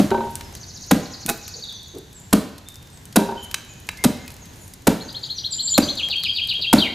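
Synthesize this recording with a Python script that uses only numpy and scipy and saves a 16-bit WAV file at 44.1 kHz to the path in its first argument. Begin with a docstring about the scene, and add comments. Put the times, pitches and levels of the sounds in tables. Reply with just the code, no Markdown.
"""A hand adze chops a thick board held down on a beam, outdoors: noise tears as fibres part, then the board thuds.
Twice the loose board chatters and rings, as a sum of fading tones; wood cracks sharply in short bursts of noise.
A long splinter tears free, the work rubs under the boot, and crumbs of wood tick among the shavings.
A songbird whistles bending notes close by and others sing farther off, over a faint background of coloured noise.
A wall gives dull echoes, and the yard and trees answer with fading noise tails."""
import sys
import numpy as np
from scipy import signal
from scipy.fft import rfft, irfft, next_fast_len
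from scipy.io import wavfile
from scipy.ndimage import map_coordinates

SR = 44100
rng = np.random.default_rng(int(sys.argv[2]) if len(sys.argv) > 2 else 0)


def to_wav(sig):
    """Store sig (one row per channel, or 1-D mono) as 16-bit WAV at the path in sys.argv[1].

    Samples outside -1..1 are clipped; the rate is SR.
    """
    pcm = np.clip(np.atleast_2d(sig), -1, 1) * 32767
    pcm = np.round(pcm).astype(np.int16)
    wavfile.write(sys.argv[1], SR, pcm.T)  # frames by channels


N = 306054  # length in samples

# The blows of the adze. Each row: time the blade enters in seconds, cutting time in seconds, crackle level in dB,
# extra force in dB, time from thud to bounce in seconds, bounce level against the thud in dB.
BLOWS = [(-.009, .0089, -14, 0, .015, -12), (.9093, .011, -18, .5, .011, -2.5),
         (2.3273, .010, -12, .3, .0108, -7), (3.158, 0.014, -12.5, -.5, .01, -7),
         (4.0405, .012, -14.5, -3, 0.0081, 1.5), (4.869, 0.0131, -14, .7, 0.0164, -12),
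         (5.777, 0.0098, -14, -.5, .017, -11), (6.728, 0.011, -12.5, 5, .0135, -17.5)]
# The wood around the cut, as a noise colour. Each row: frequency in Hz, relative level in dB.
KNOCK = [(20, -38), (60, -2.5), (150, -9.5), (270, -14), (370, -2), (480, -2), (680, 2), (950, -2.5),
         (1120, -9.5), (1400, -4.5), (1900, -17.5), (4000, -19), (8000, -64)]
# The steel blade, damped by the wood. Each row: frequency in Hz, level in dB, seconds to fade by 60 dB.
STEEL = [(1321, -5, 0.066), (1515, -4.5, 0.13), (2555, -4.5, .12), (3930, 1, 0.12), (5750, -6, 0.066),
         (6800, -9, 0.13)]

# Bird syllables, each made of a few whistled arcs. Each row: start within the syllable in seconds, length in seconds,
# start, middle and end pitch in Hz, level in dB, depth of the buzz as a share of the pitch.
CHIP = [(0, .017, 4750, 4450, 2850, -1.5, 0), (.015, .013, 3800, 4650, 5050, -3, 0.02)]
RISE = [(0, .022, 2950, 3450, 4100, -3.5, 0), (.009, .028, 3700, 4250, 4200, 2, 0.0046)]
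LOOP = [(0, .029, 4350, 4100, 3650, -1.5, 0.12), (.019, .031, 3600, 2820, 2330, -2.5, .025),
        (.054, .04, 2980, 3260, 3080, -.3, .018)]
FLOURISH = [(0, 0.0199, 2900, 4400, 4500, -1.5, 0), (.015, .022, 4210, 3700, 3680, 0.5, 0.085),
            (.034, .035, 2950, 3150, 2350, -0.5, 0), (.06, .05, 2700, 2304, 2000, -10.5, 0.065)]
SWEEP = [(0, .026, 5700, 6500, 6550, 1, .06), (.016, .032, 6900, 4750, 3700, 1, .06)]
SEEP = [(0, .072, 8100, 7130, 7900, 0, 0)]
SLUR = [(0, .075, 7300, 6750, 6200, 0, 0)]
WHISTLE = [(0, .04, 3000, 3060, 3050, 0, 0), (.02, .08, 3050, 3030, 2990, -3.5, 0)]
DIP = [(0, .018, 4480, 4370, 4150, -4, 0), (.011, .035, 4100, 3720, 3550, 0, .018)]

TOP_HZ = 16424  # nothing sounds above this pitch


def amp(db):
    """Turn decibels into a gain."""
    return 10 ** (np.asarray(db) / 20)


def unit(x):
    """Scale to an average strength (rms) of 1."""
    return x / np.sqrt(np.mean(x ** 2) + 1e-20)


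def along(points, hz):
    """Read a curve of (Hz, value) points, with frequency on a logarithmic axis."""
    f, v = np.transpose(points)
    return np.interp(np.log(hz + 1), np.log(f + 1), v)


def add(track, s, x):
    """Mix x into the track from second s on, leaving out what falls outside."""
    i = round(s * SR)
    x = x[max(-i, 0):N - i]
    track[max(i, 0):][:len(x)] += x


def filtered(x, response):
    """Multiply the spectrum of x by a response that depends on frequency."""
    n = x.shape[-1]
    m = next_fast_len(n + 8192)  # spare room, so delayed sound does not wrap round to the start
    return irfft(rfft(x, m) * response(np.fft.rfftfreq(m, 1 / SR)), m)[..., :n]


def noise(spectrum, size):
    """Noise coloured by a spectrum, with an rms of 1."""
    white = rng.standard_normal(size)
    return unit(filtered(white, lambda hz: amp(along(spectrum, hz))))


def resonance(x, hz, q):
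    """Pass x through one damped resonance, which favours sound near hz; a high q is narrow."""
    return filtered(x, lambda f: 1j * f * hz / q / (hz * hz - f * f + 1j * f * hz / q))


def wobble(rate, size):
    """A smooth random curve through rate random points a second."""
    points = rng.standard_normal(int(size * rate / SR) + 4)
    return map_coordinates(points, [np.arange(size) * rate / SR])


def ring(modes, t, scatter_db=2, detune=0.0092):
    """Sum the fading tones of a struck body, with new strengths and slightly new pitches for every contact."""
    total = 0
    for hz, db, t60 in modes:
        fade = amp(db + rng.normal(0, scatter_db) - 60 * t / t60)
        total = total + fade * np.sin(2 * np.pi * hz * rng.normal(1, detune) * t)
    return total


def spread(pair, width):
    """Turn a middle and a side signal into left and right."""
    middle, side = pair
    return np.array([middle + width * side, middle - width * side])


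def reverb(x, decay, delay, width):
    """A diffuse answer: a noise tail in which each frequency dies away at its own speed."""
    hz, t, z = signal.stft(rng.standard_normal((2, SR)), SR, nperseg=256)
    fade = amp(-60 * t / along(decay, hz)[:, None])
    tail = signal.istft(z * fade, SR, nperseg=256)[1]
    tail = np.pad(tail / np.linalg.norm(tail[0]), ((0, 0), (int(delay * SR), 0)))
    return signal.fftconvolve(x[None], spread(tail, width), axes=1)[:, :N]


def wall(x, delay, dull_hz):
    """One reflection from a flat surface: x comes later and duller."""
    return filtered(x, lambda f: np.exp(-2j * np.pi * f * delay) / (1 + 1j * f / dull_hz))


def breeze():
    """Low outdoor rumble and leaf hiss, made of coloured noise that slowly swells and sinks."""
    # Colour of the air noise. Each row: frequency in Hz, relative level in dB.
    air = [(12, -52.5), (20, -15.5), (94, 0.5), (571, -20), (966, -19.5), (1210, -25.5), (1640, -21),
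           (2220, -25), (3970, -24), (5240, -26.5), (6720, -23.5), (8860, -33), (11700, -29), (15000, -37)]
    # Course of the background loudness; the louder start is probably the first blow dying away.
    # Each row: time in seconds, level in dB.
    levels = [(0, -39), (.7, -45), (1.4, -45), (2.1, -48.5), (2.901, -47.5), (3.8, -45), (4.6, -45),
              (6.94, -46.5)]
    # Breadth of the outdoor air. Each row: frequency in Hz, side to middle ratio before the overall width.
    breadth = [(60, 0.023), (250, 0.32), (1000, 1), (5000, 0.52), (9000, 0.091)]
    level = np.interp(np.arange(N) / SR, *np.transpose(levels)) + .9 * wobble(5, N)
    side = filtered(noise(air, N), lambda hz: along(breadth, hz))
    return amp(level) * spread([noise(air, N), side], width=0.86)


def arc(length, pitches, buzz, waver, flutter_db):
    """One whistle that swells and fades while its pitch bends smoothly, never twice quite the same."""
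    buzz_hz = 190.7
    overtone_hz, overtone_width = 4300, .12  # the throat favours the third harmonic of notes near this pitch
    fullness = 0.79  # lower values bring the arc to full voice sooner
    t = np.arange(int(length * SR)) / SR
    u = t / length  # runs from 0 to 1 over the arc
    bend = np.polyval(np.polyfit([0, .5, 1], np.log(pitches), 2), u)  # curve through the three pitches
    quiver = buzz * np.sin(2 * np.pi * (buzz_hz * t + rng.random()))
    pitch = np.exp(bend + quiver + waver * wobble(313, len(t)))
    phase = 2 * np.pi * np.cumsum(pitch) / SR
    second = np.sin(2 * phase) * (2 * pitch < TOP_HZ)
    third = np.sin(3 * phase) * (3 * pitch < TOP_HZ)
    favour = 1 / (1 + (np.log(pitch / overtone_hz) / overtone_width) ** 2)
    tone = np.sin(phase) + amp(-36.5) * second + amp(-28) * third * favour
    return tone * amp(flutter_db * wobble(242, len(t))) * np.sin(np.pi * u) ** fullness


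def trills(rows):
    """Repeat each syllable evenly while it swells; gives (syllable, seconds, dB, pitch ratio) rows."""
    swell_s = 0.27  # a trill closes in on its full level with this time constant
    calls = []
    for shape, start, end, period, db, softer_db in rows:
        for s in np.arange(start, end, period):
            calls.append((shape, s, db - softer_db * np.exp((start - s) / swell_s), 1))
    return calls


def sing(calls, waver, flutter_db, drift):
    """Whistle every arc of every syllable, each a little off in pitch."""
    out = np.zeros(N)
    for shape, s, db, ratio in calls:
        for lag, length, *pitches, arc_db, buzz in shape:
            pitches = ratio * np.exp(drift * rng.standard_normal()) * np.array(pitches)
            add(out, s + lag, amp(db + arc_db) * arc(length, pitches, buzz, waver, flutter_db))
    return out


def far_birds():
    """Thin, wavering trills and single calls from the trees, made of whistled arcs."""
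    # Trills. Each row: syllable, start and end in seconds, seconds between syllables,
    # full level in dB, how many dB softer at the start.
    far_trills = [(SWEEP, .533, .9, .0675, -35.5, 8), (SWEEP, 1.02, 1.33, .088, -38, 0.9),
                  (SWEEP, 1.412, 1.58, .048, -38, 1), (DIP, 1.62, 1.71, 0.051, -31.5, 0),
                  (SLUR, 3.385, 3.75, .142, -47, 0), (SLUR, 4.2, 4.7, .19, -46, 4.8),
                  (SLUR, 5, 5.3, .21, -45, 0)]
    # Single calls. Each row: syllable, start in seconds, level in dB, pitch ratio.
    far_calls = [(SLUR, .415, -48, .78), (SLUR, 1.72, -44.5, .9), (SLUR, 1.85, -47, 0.97),
                 (SLUR, 2.135, -43.5, 1.1), (WHISTLE, 2.655, -45.5, 1.2), (SLUR, 2.91, -49.5, 1.2),
                 (WHISTLE, 3.365, -37.5, 1.01), (WHISTLE, 3.68, -50, .82), (WHISTLE, 3.9, -47, .565),
                 (WHISTLE, 3.975, -40, .685), (WHISTLE, 5.82, -32, 2.03), (WHISTLE, 6.11, -30, 1.47),
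                 (SLUR, 6.25, -32, .72), (SLUR, 6.31, -32, .68)]
    trilled = sing(trills(far_trills), waver=.017, flutter_db=3.5, drift=.018)
    return trilled + sing(far_calls, waver=.014, flutter_db=3, drift=.003)


def near_birds():
    """Whistled trills that swell and lead into a falling flourish, and a second bird's thin high notes."""
    # The near song. Each row: syllable, start and end in seconds, seconds between syllables,
    # full level in dB, how many dB softer at the start.
    song = [(RISE, 4.994, 5.95, .1472, -17.3, 17), (CHIP, 5.081, 5.89, .1475, -17.5, 11),
            (LOOP, 5.968, 6.68, .1288, -17, 1.9), (FLOURISH, 6.778, 6.85, .15, -14, 0)]
    # The second bird. Each row: start in seconds, level in dB, pitch ratio.
    thin_notes = [(5.345, -33, .8), (5.506, -23, 1.007), (5.618, -21, 1.02), (5.685, -17.5, 0.99)]
    seeps = [(SEEP, *row) for row in thin_notes]
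    sung = sing(trills(song), waver=.01, flutter_db=2.7, drift=.004)
    return sung + sing(seeps, waver=0.0067, flutter_db=1.5, drift=.003)


def crumbs(rate=16, db=-47, scatter_db=4):
    """Splinters land and settle among the dry shavings: rate short noise ticks a second, at chance times."""
    out, t = np.zeros(N), np.arange(SR // 40) / SR
    for when, chance, pitch in rng.random((int(rate * N / SR), 3)):
        grain = resonance(rng.standard_normal(len(t)), hz=5000 * 2.4 ** pitch, q=0.98)
        tick = unit(grain) * amp(-60 * t / 0.03)
        add(out, when * N / SR, amp(db - scatter_db * np.log(max(chance, .03))) * tick)
    return out


def shifts():
    """Rubs of noise around one pitch, as boot, board and shavings shift against each other."""
    # Rubs. Each row: start in seconds, level in dB, length in seconds, pitch in Hz.
    rubs = [(.295, -47, .035, 10900), (1.25, -29.5, 0.02, 202), (1.296, -31, 0.029, 280),
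            (1.53, -47, 0.088, 453), (1.925, -35.5, .09, 340), (3.42, -40.5, 0.042, 10300),
            (4.5, -53, 0.29, 10000), (6.09, -40, 0.02, 684), (6.585, -39, 0.029, 390)]
    out = np.zeros(N)
    for s, db, length, hz in rubs:
        n = int(length * SR)
        rub = resonance(resonance(rng.standard_normal(n), hz, q=2.2), hz, q=2.2)
        add(out, s, amp(db) * np.hanning(n) * unit(rub))
    return out


def splinter():
    """A long splinter is levered off: tearing jerks build, hold and stop, and ring the splinter."""
    # The splinter and the blade under it. Each row: frequency in Hz, level in dB, seconds to fade by 60 dB.
    modes = [(244, -14, .12), (690, -7, .06), (805, -4, .063), (1060, -8, .035), (1520, -6, .04),
             (2213, -15, .06), (2530, -5, .09), (3800, -6, .012)]
    full_s, build_s, hold_s, release_s = 1.291, .02, .011, .025  # time of full load, then lengths, in seconds
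    out, t = np.zeros(N), np.arange(SR // 4) / SR
    held = t - build_s
    load = np.clip(t / build_s, 0, 1) ** 2.5 * amp(-60 * np.maximum(held - hold_s, 0) / release_s)
    jerks = load * unit(amp(4 * wobble(1500, len(t))) * rng.standard_normal(len(t)))
    body = ring(modes, t)
    rung = signal.fftconvolve(jerks, body / np.linalg.norm(body))[:len(t)]
    add(out, full_s - build_s, rung + amp(-6) * jerks)
    return amp(-20) * out


def loose_chips(count=2):
    """Small chips come loose as the blade is drawn out: faint snaps at chance moments after every blow."""
    after_s, spread_s = .25, 0.46  # earliest time after the blow, and the span that follows, in seconds
    crack_db, woody_db, scatter_db, hz = -36, -45, 4, 3000
    rows = []
    for s, *_ in BLOWS:
        for when, size in rng.random((count, 2)):
            db = scatter_db * (2 * size - 1)
            rows.append((s + after_s + spread_s * when, crack_db + db, woody_db + db, hz))
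    return [row for row in rows if row[0] < N / SR]


def snaps():
    """Wood breaks with a bright crack of noise and a short woody ring at its own pitch."""
    # Sharp cracks of wood: the blade's first bite at some blows, and chips or splinters breaking.
    # Each row: start in seconds, crack level in dB, woody level in dB, woody pitch in Hz.
    sharp_cracks = [(.105, -35, -22.5, 1800), (0.3552, -12.5, -40, 2500), (.409, -45, -27, 2380),
                    (.552, -23, -34, 3040), (0.9131, -11, -8.5, 1460), (1.2625, -7.5, -25, 3560),
                    (1.291, -10.5, -15, 1420), (1.2982, -3, -17, 840), (1.4795, -20, -30, 4300),
                    (2.687, -23, -42, 3540), (2.7572, -29, -47, 3000), (3.055, -28, -47, 3000),
                    (3.513, -24, -29, 3200), (3.5425, -30, -9, 3100), (3.889, -29, -16, 1730),
                    (4.0397, -3.5, -18.5, 1500), (4.2787, -25, -29, 4000), (4.304, -30, -35, 3350),
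                    (5.7782, -9, -11.5, 1510), (6.086, -26, -26, 2970), (6.236, -18, -26, 3000),
                    (6.4736, -21, -40, 3000)]
    out, t = np.zeros(N), np.arange(SR // 8) / SR
    for s, crack_db, woody_db, hz in sharp_cracks + loose_chips():
        white = rng.standard_normal((2, len(t)))
        fade = amp(-60 * t / 0.0035) + amp(-22.5 - 60 * t / 0.094)  # a fast drop, then a faint tail
        crack = unit(resonance(white[0], hz=9300, q=0.92)) * fade
        wood = unit(resonance(white[1], hz, q=0.79)) * amp(-60 * t / 0.021) * (1 - np.exp(-t / .0005))
        blade = amp(-26) * ring(STEEL, t, scatter_db=7.0)  # the blade's edge rings a little
        add(out, s, amp(crack_db) * crack + amp(woody_db) * (wood + blade))
    return out


def chatter(count=2):
    """Free of the boot's weight, the board rocks on the beam, bounces at each landing and rings on."""
    # Bending modes of the loose board. 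Each row: frequency in Hz, level in dB, seconds to fade by 60 dB.
    board = [(224.2, -6, 0.344), (388, 2.5, 0.23), (542, -9.5, 0.22), (593, -5, 0.12), (704, -12.5, 0.21),
             (830, -5, 0.2), (927.7, 2.5, 0.23), (1537, -10.5, 0.16), (3946, -27, 0.17)]
    # Spells of rocking. Each row: first contact in seconds, level in dB, seconds between rocks, dB lost per rock.
    spells = [(.113, -18, .093, 8.5), (3.187, -25, .101, 3)]
    rebound_s, rebound_db = .031, -3.8  # time and change of level from one contact of a rock to the next
    out, t = np.zeros(N), np.arange(SR // 2) / SR
    for s, db, rock, loss_db in spells:
        for k in range(count):
            for j in range(count + 1):
                knock = amp(-2.0 - 60 * t / 0.063) * noise(KNOCK, len(t))
                contact = (1 - np.exp(-t / 0.0011)) * (ring(board, t, detune=0.015) + knock)
                level = amp(db - k * loss_db + j * rebound_db)
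                add(out, s + k * rock + j * rebound_s, level * contact)
    return out


def thud(t, hz, width):
    """The held board swings for a few cycles around t = 0, swelling and dying away."""
    return -np.cos(2 * np.pi * hz * t) * np.exp(-.5 * (t / width) ** 2)


def chops():
    """The blade tears fibres until it sticks; then the board is driven down, bounces and shudders."""
    # Colour of tearing fibres. Each row: frequency in Hz, relative level in dB.
    tear = [(300, -10), (1300, -0.5), (2200, -2), (3800, 0.5), (6000, 1), (12000, 3.5), (16000, -8)]
    # Colour of the shudder of board and beam. Each row: frequency in Hz, relative level in dB.
    shaking = [(25, -21), (80, -7), (135, -5), (175, -2.5), (280, -5.5), (440, -7), (600, -5.5),
               (800, -17.5), (1200, -18.5), (2000, -22), (4000, -23), (14000, -31)]
    # Board and beam pressed together under the boot. 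Each row: frequency in Hz, level in dB,
    # seconds to fade by 60 dB.
    beam = [(171.4, -6.5, 0.27), (206.1, -2, 0.23), (280, -2, 0.087), (608, -6, 0.24), (783, -6, 0.15),
            (1376, -19, 0.22)]
    knock_db, thud_db = -14.6, -4  # levels at a blow of ordinary force
    out, t = np.zeros(N), np.arange(SR // 2) / SR
    for s, cutting, crackle_db, force_db, bounce, bounce_db in BLOWS:
        bite = np.clip(t / 0.0027, 0, 1) * amp(-60 * np.maximum(t - 0.73 * cutting, 0) / 0.014)
        crackle = unit(amp(2.3 * wobble(1850, len(t)))) * noise(tear, len(t))  # fibres part in tiny jerks
        pressure = np.clip(t / 0.0017, 0, 1) * amp(-60 * np.maximum(t - cutting, 0) / 0.024)
        knock = amp(knock_db + force_db) * pressure * noise(KNOCK, len(t))
        blade = amp(-32) * ring(STEEL, t, scatter_db=4)
        cut = amp(crackle_db) * bite * crackle + blade + knock

        stuck = t - cutting - .004  # the thud is centred 4 ms after the cutting time
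        push = thud(stuck, hz=249.0, width=0.0027)
        push = push + amp(bounce_db) * thud(stuck - bounce, hz=213.0, width=0.0035)
        shudder = amp(-17 - 60 * t / 0.37) * noise(shaking, len(t)) + amp(-17) * ring(beam, t, detune=0.013)
        rise = np.clip(t / cutting, 0, 1) ** 2
        add(out, s, cut + amp(thud_db + force_db) * (push + rise * shudder))
    return out


def scene():
    """The work is close up near the middle, the near birds a little to the left, with the answers of the place."""
    # How long the yard rings. Each row: frequency in Hz, seconds to fade by 60 dB.
    yard_decay = [(100, 0.25), (300, 0.64), (1000, 0.87), (4000, 0.93), (9000, 0.32), (15000, 0.36)]
    # How long the trees ring. Each row: frequency in Hz, seconds to fade by 60 dB.
    tree_decay = [(1000, 1.3), (4000, 1.19), (9000, 0.74)]
    work = chops() + chatter() + snaps() + splinter() + shifts() + crumbs()
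    # the long board radiates its middle tones unevenly to the two sides
    sideways = resonance(work, hz=1200, q=0.36)
    close = spread([work, amp(-13.5) * wall(sideways, delay=0.00086, dull_hz=3000)], width=0.81)
    yard = amp(-13.5) * wall(work, delay=.0428, dull_hz=824)
    yard = yard + amp(-14) * reverb(work, yard_decay, delay=.012, width=0.23)

    near = near_birds()
    near = near + amp(-15.0) * wall(near, delay=0.025, dull_hz=5000)
    near_early = amp(-6) * reverb(near, [(3000, 0.22)], delay=.004, width=0.19)
    near_late = amp(-12.0) * reverb(near, tree_decay, delay=.02, width=0.23)
    near = amp(-2.5) * near + near_early + near_late

    far = far_birds()
    far_early = amp(-6.5) * reverb(far, [(3000, 0.073)], delay=.004, width=0.34)
    far_late = amp(-2) * reverb(far, tree_decay, delay=0.012, width=0.32)
    far = amp(-1.5) * far + far_early + far_late

    # the pairs are left and right levels in dB
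    return (close + yard) * amp([[-.3], [.3]]) + near * amp([[1], [-1]]) + far + breeze()


def record(dry, ceiling=0.65):
    """Round off the loudest peaks below the ceiling and roll away the top treble."""
    # Overall tone. Each row: frequency in Hz, level in dB.
    tone = [(20, 4), (13500, -0.5), (15000, -3), (16400, -40)]
    squeezed = dry / (1 + np.abs(dry / ceiling) ** 8) ** (1 / 8)
    return filtered(squeezed, lambda hz: amp(along(tone, hz)) * (hz < TOP_HZ))


dry = scene()
out = record(dry)
to_wav(out)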